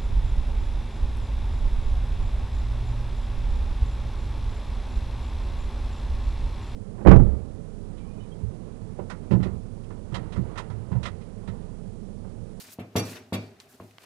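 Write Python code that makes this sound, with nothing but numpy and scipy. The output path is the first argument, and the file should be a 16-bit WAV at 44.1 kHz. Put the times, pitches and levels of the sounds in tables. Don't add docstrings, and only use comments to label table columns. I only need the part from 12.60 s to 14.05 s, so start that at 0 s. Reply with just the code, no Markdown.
import sys
import numpy as np
from scipy import signal
from scipy.fft import rfft, irfft
from scipy.io import wavfile
from scipy.ndimage import uniform_filter1d

SR = 44100
rng = np.random.default_rng(int(sys.argv[2]) if len(sys.argv) > 2 else 0)


def log_audio(samples):
    frames = np.atleast_2d(samples).T
    limited = np.clip(frames, -1, 1)
    pcm = np.round(limited * 32767).astype(np.int16)
    wavfile.write(sys.argv[1], SR, pcm)


def boost_factor(decibels):
    exponent = np.asarray(decibels, float) / 20
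    return 10 ** exponent


N = 63945
T = np.arange(N) / SR
FREQ_HZ = np.arange(N // 2 + 1) * SR / N
SPOT_OCTAVES = 0.22


def curve(table, hz):
    points = np.array(table, float)
    return np.interp(np.log(np.maximum(hz, 1)), np.log(points[:, 0]), points[:, 1])


def unit(x):
    return x / np.sqrt(np.mean(x ** 2))


def colour(x, table):
    return irfft(rfft(x) * boost_factor(curve(table, FREQ_HZ)), N)


def stereo_noise(correlation=None):
    # f/Hz, correlation
    likeness = [(130, 0.96), (290, 0.95), (640, .75), (1400, 0.1), (3000, 0.044)]
    if correlation is None:
        correlation = curve(likeness, FREQ_HZ)
    c = np.clip(correlation, 0, 1)
    mid, side = rfft(rng.standard_normal((2, N)))
    sides = np.array([[1], [-1]])
    return irfft((np.sqrt(1 + c) * mid + np.sqrt(1 - c) * side * sides) / np.sqrt(2), N)


def ring(x, hz, t60_s):
    pole = np.exp((2j * np.pi * hz - np.log(1000) / t60_s) / SR)
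    return signal.lfilter([1], [1, -pole], x)


def struck(force, hz, t60_s):
    z = ring(force, hz, t60_s)
    energy = t60_s * SR / (2 * np.log(1000))
    return z * np.sqrt(energy / np.sum(abs(z) ** 2))


def near(hz, centre_hz):
    return np.exp(-(np.log2(hz / centre_hz) / SPOT_OCTAVES) ** 2)


def walk(rate_hz):
    return unit(uniform_filter1d(rng.standard_normal(N), int(SR / rate_hz)))


def push(start_s, length_ms):
    u = (T - start_s) * 1000 / length_ms
    return -np.sin(np.pi * np.clip(u, 0, 1)) ** 2


def room_tone():
    # f/Hz, level/dB per Hz
    room_spectrum = [(18, -49), (30, -45), (96, 4.5), (533, -6), (624, -1), (927, -9), (3380, -15),
                     (14800, -26.5), (16500, -38)]
    return unit(colour(stereo_noise(), room_spectrum)) * boost_factor(-62)


def swish():
    # t/s, hiss/dB, hiss tilt/dB per octave, middle band/dB, its centre f/Hz, rumble/dB
    strokes = [(0, -43.5, 1, -52, 4400, -61), (0.048, -53, -2, -76, 4000, -59),
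               (.092, -56, -3.5, -58, 2317, -58), (0.134, -46, 4.5, -88, 2970, -68),
               (.164, -69.5, -1, -73, 2496, -85), (.3, -78.5, -6, -105, 2497, -61.5),
               (0.429, -59, -6, -70, 2500, -39.5), (0.461, -48, -3, -57, 2600, -56),
               (.524, -46.5, -2.5, -64, 2616, -41.5), (.55, -53.5, -5, -49, 1553, -50),
               (.572, -55, -9, -51.5, 1849, -51.5), (.6, -63, -5.5, -63, 2184, -46.5),
               (.63, -70.5, -10, -87, 2226, -54.5), (0.718, -76.5, -3.5, -99, 2218, -59),
               (.84, -65, -7, -84, 2230, -47), (0.992, -83, -12, -90, 2180, -59.5),
               (1.007, -58, -3.5, -68, 3480, -65), (1.075, -74, -5.5, -76, 2471, -56),
               (1.097, -60, 3, -67, 1500, -66.5), (1.151, -62, -2.5, -66, 1511, -57),
               (1.171, -68, -1.5, -93, 1974, -70), (1.249, -65.5, -0.5, -85, 1977, -51),
               (1.368, -71.5, -4.5, -77, 1975, -72), (1.399, -67, -5.5, -72, 2460, -74),
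               (1.437, -56, -2.5, -77, 2385, -56.5), (1.45, -65.5, -7.5, -63, 2520, -66)]
    # f/Hz, level/dB per Hz
    hiss_spectrum = [(880, -8.5), (1500, -6), (2210, -8), (2440, -5), (3330, -8), (3900, -4), (15000, -7),
                     (15700, -17), (16200, -34)]
    # f/Hz, level/dB, t60/s
    rumble_modes = [(107.8, -14.5, 0.18), (252, -2.5, 0.076), (392, -0.5, 0.04), (623.5, -9, 0.074),
                    (766, -10.5, 0.025)]
    correlation, flicker_db = 0.51, 2
    s, hiss_db, tilt_db, mid_db, mid_hz, rumble_db = np.array(strokes).T

    noise = rfft(unit(colour(stereo_noise(correlation), hiss_spectrum)))
    octave = np.clip(np.log2(FREQ_HZ / 8000 + 1e-9), -2, 1)
    hiss = np.zeros((2, N))
    for k in range(-2, 2):
        band = irfft(noise * np.maximum(1 - abs(octave - k), 0), N)
        hiss += band * boost_factor(np.interp(T, s, hiss_db + k * tilt_db) + flicker_db * walk(150))

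    phase = 2 * np.pi * np.cumsum(np.interp(T, s, mid_hz)) / SR
    slow = [colour(stereo_noise(correlation), [(180, 5), (1200, -21.5)]) for _ in range(2)]
    wet = unit(slow[0] * np.cos(phase) + slow[1] * np.sin(phase))
    wet = wet * boost_factor(np.interp(T, s, mid_db) + flicker_db * walk(61))

    drag = stereo_noise()
    rumble = np.zeros((2, N))
    for hz, db, t60_s in rumble_modes:
        rumble += boost_factor(db) * np.array([ring(v, hz, t60_s).imag for v in drag])
    return hiss + wet + unit(rumble) * boost_factor(np.interp(T, s, rumble_db))


def knocks():
    # t/s, thud level/dB, contact/ms, second blow re first/dB
    blows = [(.1864, -27, 1.3, -1), (.355, -17, 1.05, 4), (.7236, -20, 1.15, 0), (1.2003, -40, .7, 3)]
    # level/dB, tilt/dB per octave, modes near 250 Hz/dB, modes near 430 Hz/dB
    booms = [(-40, -0.5, 6, -3.5), (-26.5, 0, 0, 7), (-31, -0.5, 4.5, -7), (-48.5, -0.5, 4.5, -20)]
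    # f/Hz, level/dB, t60/s
    body_modes = [(104, 3, 0.45), (196, -1, 0.27), (245, 0, 0.28), (339, -8, 0.25), (440, -7, 0.2),
                  (575, -2, 0.09), (646, -6.5, 0.14), (705, -8, 0.14)]
    # f/Hz, level/dB per Hz
    tail_spectrum = [(50, -46), (95, -3), (430, -4), (850, -15), (1500, -18.5), (2500, -17.5), (4000, -18),
                     (6000, -34)]
    # f/Hz, t60/s
    tail_decay = [(100, 0.35), (1000, 0.37), (4000, 0.096)]
    thud_low_hz, thud_q = 150, 0.8
    second_blow_ms, rebound_ms = 4.2, 2.5
    shudder_s, shudder_db = 0.024, -4
    tail_db, tail_rise_s = 3, 0.008

    out = np.zeros((2, N))
    w = 2 * np.pi * thud_low_hz
    b, a = signal.bilinear([1, 0, 0], [1, w / thud_q, w * w], SR)
    for (s, db, contact_ms, second_db), (boom_db, tilt_db, low_db, high_db) in zip(blows, booms):
        after = np.maximum(T - s, 0)
        blow = push(s, contact_ms)
        blow = blow + boost_factor(second_db) * push(s + second_blow_ms / 1000, 1.23 * contact_ms)
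        out += boost_factor(db) * signal.lfilter(b, a, blow)

        swell = after / shudder_s * np.exp(-(after / shudder_s) ** 2)
        rock = rng.standard_normal(N) * swell / np.sqrt(shudder_s * SR)
        rebound = -push(s + contact_ms / 2000, rebound_ms)
        force = rebound / rebound.sum() + boost_factor(shudder_db) * rock
        for hz, mode_db, t60_s in body_modes:
            spot_db = low_db * near(hz, 220) + high_db * near(hz, 444)
            level_db = boom_db + mode_db + tilt_db * np.log2(hz / 250) + spot_db
            out += boost_factor(level_db) * struck(force, hz, t60_s).imag

        noise = rfft(unit(colour(stereo_noise(), tail_spectrum)))
        octave = np.log2(FREQ_HZ / 50 + 1e-9)
        for k in range(7):
            band = irfft(noise * np.sqrt(np.maximum(1 - abs(octave - k), 0)), N)
            decay = boost_factor(-60 * after / curve(tail_decay, 50 * 2 ** k))
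            fade = (1 - np.exp(-after / tail_rise_s)) * decay
            out += boost_factor(boom_db + tail_db + tilt_db * (k + 0.5)) * fade * band
    return out


def rattles():
    # level/dB, length/s,
    # tilt/dB per octave, modes near 2.4, 4.5 and 5.8 kHz/dB (three columns), minor modes/dB
    chatter = [(-59, 0.016, -1, 9, -7, -3, -14), (-35, 0.034, 0, -2, 1, 5, -8),
               (-40, 0.027, -2, 3, 0, -6, -6), (-60, 0.03, 0, -8, -3, 11, -14),
               (-71, 0.012, 0, -6, 19, -6, -16)]
    starts = [.1965, .3608, .7288, .542, .81]
    # f/Hz, t60/s
    enamel_modes = [(2130, .1), (2362, .3), (2690, .13), (3408, .11), (4495, .22), (4510, .24), (5768, .2),
                    (5795, .15), (6850, .07), (7300, .06), (7590, .06), (8790, .09), (9250, .07),
                    (10570, .06), (12450, .055), (13000, .05), (13420, .05), (14460, .04)]
    enamel_db = [-3, -5, 0, 1, -5, -8, -3, -11, -8, -4, -6, -6, -7, 0, 1, -2, -6, -5]
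    # f/Hz, level/dB
    minor_spectrum = [(1200, -3), (2500, 3), (3500, 4), (6000, -2), (16000, -13)]
    spot_hz = [2400, 4500, 5780]
    # f/Hz, left minus right/dB
    ring_pan = [(1300, 3), (2400, -2), (4400, -1.5), (8000, -6), (15000, -11)]
    taps_per_s, tap_scatter_db, lead_tap_db = 970, 4.5, 4
    minor_count, minor_t60_s, minor_scatter_db = 90, 0.05, 4
    ear_phase_rad = 1.7
    room_db, room_t60_s, room_top_hz = -10, 0.28, 7000

    out = np.zeros((2, N))
    minor_hz = np.linspace(1200, 16000, minor_count) + 80 * rng.standard_normal(minor_count)
    minor_own_db = minor_scatter_db * rng.standard_normal(minor_count)
    n = int(0.5 * SR)
    for s, (db, length_s, tilt_db, *group_db, minor_db) in zip(starts, chatter):
        u = np.arange(n) / SR / length_s
        taps = (rng.random(n) < taps_per_s / SR) * boost_factor(tap_scatter_db * rng.standard_normal(n))
        taps = taps * rng.choice([-1, 1], n) * np.exp(-u ** 4)
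        taps[0] = boost_factor(lead_tap_db)

        modes = [(hz, d, t60_s) for (hz, t60_s), d in zip(enamel_modes, enamel_db)]
        for hz, own_db in zip(minor_hz, minor_own_db):
            modes.append((hz, minor_db + own_db + curve(minor_spectrum, hz), minor_t60_s))
        first = int(s * SR)
        for hz, mode_db, t60_s in modes:
            phase = 2 * np.pi * rng.random() + ear_phase_rad * rng.permutation([[0], [1]])
            pan = boost_factor(curve(ring_pan, hz) * np.array([[.5], [-.5]]))
            ears = np.exp(1j * phase) * pan
            spot_db = tilt_db * np.log2(max(hz, 2400) / 4000)
            spot_db += sum(g * near(hz, c) for g, c in zip(group_db, spot_hz))
            sound = (ears * struck(taps, hz, t60_s)).imag
            out[:, first:first + n] += boost_factor(db + mode_db + spot_db) * sound

    echo = rng.standard_normal((2, N)) * boost_factor(-60 * T / room_t60_s)
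    echo = signal.sosfilt(signal.butter(2, room_top_hz, fs=SR, output="sos"), echo)
    echo /= np.sqrt(np.sum(echo ** 2, axis=1, keepdims=True))
    return out + boost_factor(room_db) * signal.fftconvolve(out, echo, axes=1)[:, :N]


def smacks():
    # t/s, ring level/dB, ring f/Hz, t60/s, snap re ring/dB, top of the snap f/Hz
    pops = [(.566, -46, 3650, .05, -12, 4200), (1.001, -35, 4100, .006, -1, 8000),
            (1.004, -46, 4400, .012, 4, 6000), (1.007, -51, 6000, .0047, 10, 8950),
            (1.2001, -37.5, 1070, .032, -26, 1500), (1.2, -37, 665, .05, -26, 1500),
            (1.2002, -40, 360, .05, -30, 1500), (1.31, -52.5, 2470, .011, 0, 4260),
            (1.3835, -34, 2100, .006, -1, 3900)]
    out = np.zeros((2, N))
    for s, db, hz, t60_s, snap_db, top_hz in pops:
        after = np.maximum(T - s, 0)
        fade = boost_factor(db - 60 * after / t60_s) * (1 - np.exp(-after / 0.0002))
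        snap_spectrum = [(300, -9), (1200, 0), (top_hz, -3), (2 * top_hz, -26)]
        snap = unit(colour(stereo_noise(0.3), snap_spectrum))
        out += fade * (np.sin(2 * np.pi * hz * after) + boost_factor(snap_db) * snap)
    return out


def scene():
    return room_tone() + swish() + knocks() + rattles() + smacks()


def roll_off(x):
    return signal.sosfilt(signal.butter(12, 16610, fs=SR, output="sos"), x)


def record(dry):
    low_hz, top_hz, left_minus_right_db = 83, 15600, 0.34
    mix = signal.sosfilt(signal.butter(3, low_hz, "high", fs=SR, output="sos"), dry)
    mix = signal.sosfilt(signal.butter(8, top_hz, fs=SR, output="sos"), mix)
    mix = mix * boost_factor(np.array([[.5], [-.5]]) * left_minus_right_db)
    return roll_off(mix)


dry = scene()
out = record(dry)
log_audio(out)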